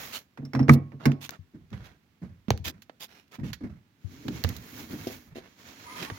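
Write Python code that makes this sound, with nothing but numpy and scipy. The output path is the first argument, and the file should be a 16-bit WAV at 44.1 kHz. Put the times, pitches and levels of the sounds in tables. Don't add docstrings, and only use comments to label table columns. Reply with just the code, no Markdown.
import sys
import numpy as np
from scipy import signal
from scipy.fft import rfft, irfft, next_fast_len
from scipy.io import wavfile

SR = 44100
rng = np.random.default_rng(int(sys.argv[2]) if len(sys.argv) > 2 else 0)


def inscribe(sig):
    pcm = np.round(np.clip(np.atleast_2d(sig).T, -1, 1) * 32767)
    wavfile.write(sys.argv[1], SR, pcm.astype(np.int16))


N = 272538
TIME_S = np.arange(N) / SR
SIDES = np.array([[1], [-1]])

# start_s, clatter_db, boom_db, contact_ms, clatter_tilt_db_per_octave, clatter_pan_l_r_db
DOOR_CONTACTS = [(.374, -41, -30, 4, -2, -2), (.42, -56, -32, 1.93, -4.5, 4),
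                 (.451, -50, -41, 0.9, 4, -0.5), (0.5334, -32.5, -22, 1.3, -.5, -1.5),
                 (.550, -25, -17.5, 4.4, -2.5, 1), (0.5923, -26.5, -13, 2.4, -3, 2),
                 (0.628, -40, -40, 3, -3.5, -0.5), (.682, -25, -6, 2, -3, -3.5),
                 (0.6924, -11, -5.5, 3.13, -.5, 7.5), (.919, -46.5, -32.5, 5.5, -5, -5.5),
                 (1.055, -17.5, -10.5, 1, 1.5, 2.5)]
# hz, level_db, t60_s
DOOR_MODES = [(78, -22, 0.24), (98.4, -19.5, 0.42), (128, -5, .15), (139.3, -1, .27), (160, -11.5, 0.082),
              (210.5, -8, 0.13), (234.4, -4, .23), (264.8, -4.5, .24), (322.6, -11, .1), (448, -13, 0.11),
              (658, -28, .3), (1096, -38, 0.77)]
# hz, level_db
DOOR_CROWD = [(60, -10.5), (110, -4), (260, -0.5), (340, -4.5), (480, -11), (800, -18), (1500, -33),
              (3000, -45)]
DOOR_CROWD_DB, DOOR_CROWD_T60_S = -14.5, 0.29
BOOM_LAG_CONTACTS, BOOM_PAN_DB = 2.0, -1.5
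# hz, level_db
CLATTER_COLOUR = [(200, -13.5), (450, 1), (800, 0), (1350, -0.5), (2200, -2.5), (3000, -15), (5800, -15.5),
                  (8500, -27), (12000, -25.5), (16000, -28.5)]
CLATTER_T60_S = 0.05
RATTLE_DB, RATTLE_T60_S, RATTLE_LAG_S, RATTLE_TILT_DB_PER_OCTAVE = -16.5, 0.13, 0.009, -2
# hz, level_db, t60_s
SPRING_MODES = [(5085, 0, 0.038), (5380, -3.5, 0.072), (5590, -10.5, .11), (5826, -9, .025)]
PULL_FROM_S, PULL_UNTIL_S = 0.44, 0.65
SPRING_DB, SPRING_DB_PER_CLATTER_DB = -36, 0.24
# hz, level_db, t60_s
LATCH_MODES = [(1123, -3, 0.022), (1250, -2.5, 0.039), (1930, -2.5, 0.017), (2300, -4.5, .022)]
LATCH_S, LATCH_DB, LATCH_PAN_DB = 0.6945, -4, -4.5

# start_s, level_db, t60_s, tilt_db_per_octave, pan_l_r_db
TICKS = [(1.118, -27.5, 0.0077, -2.5, -1.5), (1.2924, -22, 0.0093, -3, 10),
         (1.307, -30.5, 0.0091, 7.5, -17.5), (1.729, -41.5, 0.073, -6, -0.5), (2.483, -39.5, 0.044, -4, -2),
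         (2.5047, -9, 0.0077, -4, 2.5), (2.5758, -35, 0.0085, 2, -3), (2.8202, -46, 0.055, 2.5, -1),
         (2.8956, -38.5, 0.029, -7, -3), (3.531, -33, .06, 1, -8), (4.2817, -31, 0.036, -1.5, -1.5),
         (4.4389, -19.5, .012, 4, -11), (4.446, -21.5, 0.027, -6.5, 2), (4.4896, -29.5, .022, 5.5, -6),
         (4.5647, -36, 0.033, 6, -7), (5.0714, -37, 0.087, 2, -1), (6.1, -30.5, 0.052, -7.5, -2)]
# hz, level_db
TICK_COLOUR = [(250, -5.5), (700, -5), (1400, 1), (2600, 1), (4500, -1), (6800, -4.5), (8500, -19.5),
               (12000, -11), (16000, -9.5)]
BUZZ_DB, BUZZ_T60_S = -19, 0.07
FAINT_TICKS_PER_S, FAINT_TICKS_FROM_S, FAINT_TICKS_UNTIL_S = 3, 1.7, 5.6
FAINT_TICK_DB, FAINT_TICK_SPREAD_DB, FAINT_TICK_T60_S = -61, 6, 0.028
# start_s, level_db, pitch_hz, pan_l_r_db
BUMPS = [(1.390, -32.5, 90.5, 10), (2.483, -14.5, 207.7, -7.5), (2.505, -13.5, 113, -2),
         (2.526, -23.5, 80, 3), (2.597, -24.5, 85, 7), (2.658, -30, 80, 12), (3.411, -25.5, 118, 6),
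         (4.044, -23.5, 92.5, 34.5), (4.441, -12, 87.4, -8.5), (6.114, -26.5, 100.3, 1)]
BUMP_CYCLES = 12
SHUDDER_DB, SHUDDER_HIGHER, SHUDDER_LONGER = -15, 1.58, 1.2
# start_s, level_db
PANEL_KNOCKS = [(2.505, -11), (2.8958, -37), (4.284, -32), (4.445, -25)]
# hz, level_db, t60_s
PANEL_MODES = [(448, -0.5, 0.02), (690, -0.5, .013), (964, -3.5, 0.011)]
# start_s, level_db
POCKET_KNOCKS = [(5.068, -27), (5.074, -42), (5.098, -39), (5.355, -38.5), (5.367, -38), (5.381, -36.5)]
# hz, level_db, t60_s
POCKET_MODES = [(104.5, -10, 0.093), (243.4, -2, 0.12), (374, 1.5, 0.056), (514, -4, 0.053),
                (662, -4.5, 0.057), (770, -17, 0.11)]

# start_s, heel_to_sole_s, level_db, centre_hz, grit_db_re_thud
STEPS = [(1.536, 0.0056, -37, 212, -24.5), (1.711, 0.021, -27.5, 146.6, -20.5),
         (2.216, 0.011, -29.5, 177, -20.5), (2.655, .02, -37, 252, -12), (3.384, 0.047, -23, 194, -22),
         (3.606, 0.027, -26, 214, -19.5), (4.250, .031, -22.5, 221, -40), (4.47, 0.023, -28, 176, -14.5),
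         (4.897, 0.03, -28, 240, -16.5), (5.269, .04, -41, 123, -15), (5.994, 0.019, -36, 250, -17)]
HEEL_DB, HEEL_HIGHER, SOLE_T60_S = -6, 1.11, 0.17
SETTLE_S, SETTLE_DB, SETTLE_LOWER, SETTLE_T60_S = 0.06, -11, 0.7, 0.31
# multiple_of_pitch, level_db
THUD_COLOUR = [(0.25, -10), (0.56, -1), (1.29, 0), (2.2, -22), (4.7, -33)]

# full_speed_from_s, full_speed_until_s, swell_s, swish_db, hiss_db_re_swish, rumble_db_re_swish
SLIDES = [(0, 0.073, .1, -42.5, -4.5, -9), (4.372, 4.484, 0.49, -49.5, -8.5, 5),
          (4.732, 5.142, 0.31, -49, -3.5, 0), (5.706, 6.18, 0.4, -50, -10, -5)]
SLIDE_FADE_S = 0.22
# hz, level_db
SWISH = [(450, -5.5), (800, -6), (1250, -7.5), (2100, -5), (3400, -9), (6700, -10.5), (9000, -31)]
# hz, level_db
HISS = [(7000, -12), (9000, -8.5), (12000, 1), (16000, 1.5)]
# hz, level_db
RUMBLE = [(45, -9), (75, 0), (130, 0), (170, -6.5), (255, 5), (340, -4.5), (450, -10), (900, -59)]
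# start_s, length_s, level_db, tilt_db_per_octave
BRUSHES = [(0.123, 0.074, -36.5, -.5), (0.713, 0.048, -40, 2), (.996, 0.12, -45.5, -7.5),
           (1.207, 0.081, -44.5, -1.5), (1.308, 0.069, -49, -6), (1.742, .24, -56, -6),
           (1.835, 0.058, -55, -3.5), (2.641, 0.074, -35, -1), (2.998, 0.074, -43.5, -1),
           (3.074, .18, -57.5, -3.5), (3.312, 0.07, -50, -4), (3.436, 0.095, -52, -2.5),
           (5.348, 0.065, -49, -3.5), (5.391, .13, -56, -5.5), (5.957, 0.15, -39.5, -3.5)]
# hz, level_db
BRUSH_COLOUR = [(150, -9), (500, -6.5), (1500, -3.5), (3500, -1.5), (6500, -2.5), (8500, -14), (12000, -4),
                (16000, -7.5)]
STROKE_SPEED = [(0, 0.099), (0.09, 0.81), (0.55, 1.38), (0.8, 0.36), (1, 0.13)]
BRUSH_PEAK_DB, BRUSH_PEAK_OCTAVES = 3.5, 0.36
BRUSH_HZ, BRUSH_OCTAVES_PER_TILT, BRUSH_PAN_DB = 3600, 0.19, -0.4
# time_s, level_db, pitch_hz
DRAG = [(5.83, -74, 1348), (5.87, -51.5, 1196), (5.92, -49.5, 1255), (6.0, -52, 1217), (6.08, -51.5, 1098),
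        (6.18, -59, 1210)]
# multiple_of_pitch, level_db
DRAG_PARTIALS = [(.8, 4), (1, 1.5), (1.7, -1.5), (3.8, -16), (8.4, -8)]

# hz, level_db
ECHO_COLOUR = [(150, 6), (600, -3), (2000, -11), (6000, -5), (16000, -29)]
ECHO_DB = -26.5
# hz, level_db
AIR = [(35, -16), (75, -1), (250, -2), (500, -17.5), (2200, -19.5), (6500, -28.5), (9000, -36),
       (16000, -29.5)]
AIR_DB = -66
# hz, correlation
LIKENESS = [(60, 0.76), (140, 0.94), (260, 0.92), (550, 0.5), (1200, 0), (2500, 0), (6000, 0.02),
            (14000, 0)]
# hz, l_r_db
BALANCE = [(60, -6), (200, -1), (600, 0), (1900, -9.5), (4000, -8), (8000, -0.5), (14000, -2)]
BASS_CUT_HZ, TOP_CUT_HZ, PEAK_LIMIT = 52, 16200, 0.9


def from_db(db):
    return 10 ** (np.asarray(db) / 20)


def rms_one(x):
    return x / np.sqrt(np.mean(x ** 2) + 1e-20)


def in_time(rows):
    s, *columns = np.transpose(rows)
    return [np.interp(TIME_S, s, c) for c in columns]


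def at_hz(points, hz):
    known_hz, values = np.transpose(points)
    return np.interp(np.log(hz), np.log(known_hz), values)


def panned(pan_db):
    return rms_one(from_db(SIDES * pan_db / 2))


def add(out, start_s, sound):
    start = max(round(start_s * SR), 0)
    out[:, start:start + sound.shape[-1]] += sound[..., :N - start]


def noise(colour, count, tilt_db=0, ripple_db=0):
    size = next_fast_len(count + 2048)
    hz = np.maximum(np.fft.rfftfreq(size, 1 / SR), 1)
    mid, side = rfft(rng.standard_normal((2, size)))
    alike = np.clip(at_hz(LIKENESS, hz), -1, 1)
    octaves_outside = np.abs(np.log2(hz / np.clip(hz, colour[0][0], colour[-1][0])))
    level_db = at_hz(colour, hz) + tilt_db * np.log2(hz / 2000) - 30 * octaves_outside
    level_db = level_db + SIDES * at_hz(BALANCE, hz) / 2
    ripple_hz = np.geomspace(400, 16000, 90)
    level_db += ripple_db * np.interp(hz, ripple_hz, rng.standard_normal(90), left=0)
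    ports = np.sqrt(1 + alike) * mid + SIDES * np.sqrt(1 - alike) * side
    return rms_one(irfft(ports * from_db(level_db), size)[:, :count])


def flutter(rate_hz, depth_db, count):
    knots = rng.standard_normal(int(count / SR * rate_hz) + 2)
    position = np.arange(count) / SR * rate_hz
    return rms_one(from_db(depth_db * np.interp(position, np.arange(len(knots)), knots)))


def burst(colour, t60_s, rise_s, tilt_db=0):
    t = np.arange(int((1.3 * t60_s + rise_s) * SR)) / SR
    shape = (1 - np.exp(-t / rise_s)) * from_db(-60 * t / t60_s)
    ringing = noise(colour, len(t), tilt_db, ripple_db=2)
    return rms_one(ringing * shape) * np.sqrt(np.mean(shape ** 2))


def struck(modes, contact_ms=0):
    t, out = np.arange(int(0.7 * SR)) / SR, 0
    for k, (hz, level_db, t60_s) in enumerate(modes):
        port_phase = np.arccos(np.clip(at_hz(LIKENESS, hz), -1, 1)) * SIDES / 2
        chance_db = rng.standard_normal()
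        gain = from_db(level_db + chance_db) / np.hypot(1, hz * contact_ms / 1000)
        swell = 1 - np.exp(-(4 * hz * t) ** 2)
        tone = np.sin(2 * np.pi * hz * t + port_phase) * from_db(-60 * t / t60_s)
        out = out + (-1) ** k * gain * swell * tone
    return out


def thud(hz, t60_s, rise_s):
    return burst([(hz * multiple, db) for multiple, db in THUD_COLOUR], t60_s, rise_s)


def door_contacts():
    out = np.zeros((2, N))
    for start_s, clatter_db, boom_db, contact_ms, tilt_db, pan_db in DOOR_CONTACTS:
        crowd = from_db(DOOR_CROWD_DB) * burst(DOOR_CROWD, DOOR_CROWD_T60_S, rise_s=0.002)
        boom_s = start_s + BOOM_LAG_CONTACTS * contact_ms / 1000
        for part in struck(DOOR_MODES, contact_ms), crowd:
            add(out, boom_s, from_db(boom_db) * panned(BOOM_PAN_DB) * part)
        gain = from_db(clatter_db) * panned(pan_db)
        clatter = burst(CLATTER_COLOUR, CLATTER_T60_S, rise_s=0.00032, tilt_db=tilt_db)
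        rattle = burst(CLATTER_COLOUR, RATTLE_T60_S, rise_s=0.0013, tilt_db=RATTLE_TILT_DB_PER_OCTAVE)
        add(out, start_s, gain * clatter)
        add(out, start_s + RATTLE_LAG_S, gain * from_db(RATTLE_DB) * rattle)
        if PULL_FROM_S < start_s < PULL_UNTIL_S:
            spring_db = SPRING_DB + SPRING_DB_PER_CLATTER_DB * clatter_db
            add(out, start_s, from_db(spring_db) * struck(SPRING_MODES))
    return out


def latch():
    out = np.zeros((2, N))
    add(out, LATCH_S, from_db(LATCH_DB) * panned(LATCH_PAN_DB) * struck(LATCH_MODES))
    return out


def ticks():
    out = np.zeros((2, N))
    for start_s, level_db, t60_s, tilt_db, pan_db in TICKS:
        crack = burst(TICK_COLOUR, t60_s, rise_s=0.000177, tilt_db=tilt_db)
        buzz = from_db(BUZZ_DB) * burst(TICK_COLOUR, BUZZ_T60_S, rise_s=0.001, tilt_db=tilt_db)
        for part in crack, buzz:
            add(out, start_s, from_db(level_db) * panned(pan_db) * part)
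    return out


def bumps():
    out = np.zeros((2, N))
    for start_s, level_db, hz, pan_db in BUMPS:
        t60_s = BUMP_CYCLES / hz
        shudder = thud(hz * SHUDDER_HIGHER, t60_s * SHUDDER_LONGER, rise_s=0.0031)
        for part in struck([(hz, level_db, t60_s)]), from_db(level_db + SHUDDER_DB) * shudder:
            add(out, start_s, panned(pan_db) * part)
    return out


def trim_knocks():
    out = np.zeros((2, N))
    for knocks, modes in (PANEL_KNOCKS, PANEL_MODES), (POCKET_KNOCKS, POCKET_MODES):
        for start_s, level_db in knocks:
            add(out, start_s, from_db(level_db) * struck(modes))
    return out


def shoes():
    out = np.zeros((2, N))
    for start_s, roll_s, level_db, hz, grit_db in STEPS:
        heel = (0, HEEL_DB, HEEL_HIGHER, SOLE_T60_S)
        sole = (roll_s, 0, 1, SOLE_T60_S)
        settling = (roll_s + SETTLE_S, SETTLE_DB, SETTLE_LOWER, SETTLE_T60_S)
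        for lag_s, part_db, pitch, t60_s in heel, sole, settling:
            gain = from_db(level_db + part_db)
            add(out, start_s + lag_s, gain * thud(hz * pitch, t60_s, rise_s=0.007))
            grit = burst(CLATTER_COLOUR, t60_s, rise_s=0.0056)
            grit = grit * flutter(rate_hz=195, depth_db=3, count=grit.shape[1])
            add(out, start_s + lag_s, gain * from_db(grit_db) * grit)
    return out


def brushes():
    out, hz = np.zeros((2, N)), np.geomspace(150, 16000, 60)
    for start_s, length_s, level_db, tilt_db in BRUSHES:
        count = int(length_s * SR)
        speed = np.interp(np.linspace(0, 1, count), *np.transpose(STROKE_SPEED))
        peak_hz = BRUSH_HZ * 2 ** (BRUSH_OCTAVES_PER_TILT * tilt_db)
        peak_db = BRUSH_PEAK_DB * np.exp(-(np.log2(hz / peak_hz) / BRUSH_PEAK_OCTAVES) ** 2)
        colour = np.column_stack([hz, at_hz(BRUSH_COLOUR, hz) + peak_db])
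        rub = noise(colour, count, tilt_db, ripple_db=2.5)
        grain = flutter(rate_hz=600, depth_db=3, count=count)
        add(out, start_s, from_db(level_db) * panned(BRUSH_PAN_DB) * speed * grain * rub)
    return out


def clothes():
    swish = noise(SWISH, N, ripple_db=1.5) * flutter(rate_hz=560, depth_db=1.5, count=N)
    hiss = noise(HISS, N, ripple_db=2) * flutter(rate_hz=250, depth_db=1, count=N)
    rumble = noise(RUMBLE, N) * flutter(rate_hz=7.3, depth_db=1, count=N)
    out = np.zeros((2, N))
    for from_s, until_s, swell_s, level_db, hiss_db, rumble_db in SLIDES:
        corners_s = [from_s - swell_s, from_s, until_s, until_s + SLIDE_FADE_S]
        speed = np.interp(TIME_S, corners_s, [0, 1, 1, 0])
        cloth = swish + from_db(hiss_db) * hiss + from_db(rumble_db) * rumble
        out += from_db(level_db) * speed ** 2 * cloth
    return out * flutter(rate_hz=25, depth_db=2.77, count=N)


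def sleeve_drag():
    level_db, hz = in_time(DRAG)
    on, out = TIME_S > DRAG[0][0], np.zeros((2, N))
    phase = 2 * np.pi * np.cumsum(hz[on]) / SR
    for multiple, partial_db in DRAG_PARTIALS:
        blur = signal.butter(2, 15 + 25 * multiple, fs=SR, output="sos")
        a, b = rms_one(signal.sosfilt(blur, rng.standard_normal((2, 2, on.sum()))))
        tone = (a * np.cos(multiple * phase) + b * np.sin(multiple * phase)) / np.sqrt(2)
        out[:, on] += from_db(level_db[on] + partial_db) * tone
    return out * panned(pan_db=0.5)


def faint_ticks():
    out = np.zeros((2, N))
    count = int(FAINT_TICKS_PER_S * (FAINT_TICKS_UNTIL_S - FAINT_TICKS_FROM_S))
    draws = rng.uniform([FAINT_TICKS_FROM_S, -1], [FAINT_TICKS_UNTIL_S, 1], (count, 2))
    for start_s, size in draws:
        gain = from_db(FAINT_TICK_DB + FAINT_TICK_SPREAD_DB * size)
        add(out, start_s, gain * burst(TICK_COLOUR, FAINT_TICK_T60_S, rise_s=0.0004))
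    return out


def driveway(x):
    echo = burst(ECHO_COLOUR, t60_s=0.28, rise_s=0.016)
    unit_echo = echo / np.sqrt(np.sum(echo ** 2) / 2)
    return from_db(ECHO_DB) * signal.fftconvolve(x, unit_echo, axes=1)[:, :N]


def still_air():
    return from_db(AIR_DB) * noise(AIR, N)


def scene():
    blows = door_contacts() + latch() + ticks() + bumps() + trim_knocks()
    cloth = brushes() + clothes() + sleeve_drag()
    return blows + shoes() + cloth + faint_ticks() + driveway(blows) + still_air()


def record(dry):
    bass_cut = signal.butter(3, BASS_CUT_HZ, "high", fs=SR, output="sos")
    top_cut = signal.ellip(10, 0.1, 80, TOP_CUT_HZ, fs=SR, output="sos")
    clipped = np.clip(signal.sosfilt(bass_cut, dry), -PEAK_LIMIT, PEAK_LIMIT)
    return signal.sosfilt(top_cut, clipped)


dry = scene()
out = record(dry)
inscribe(out)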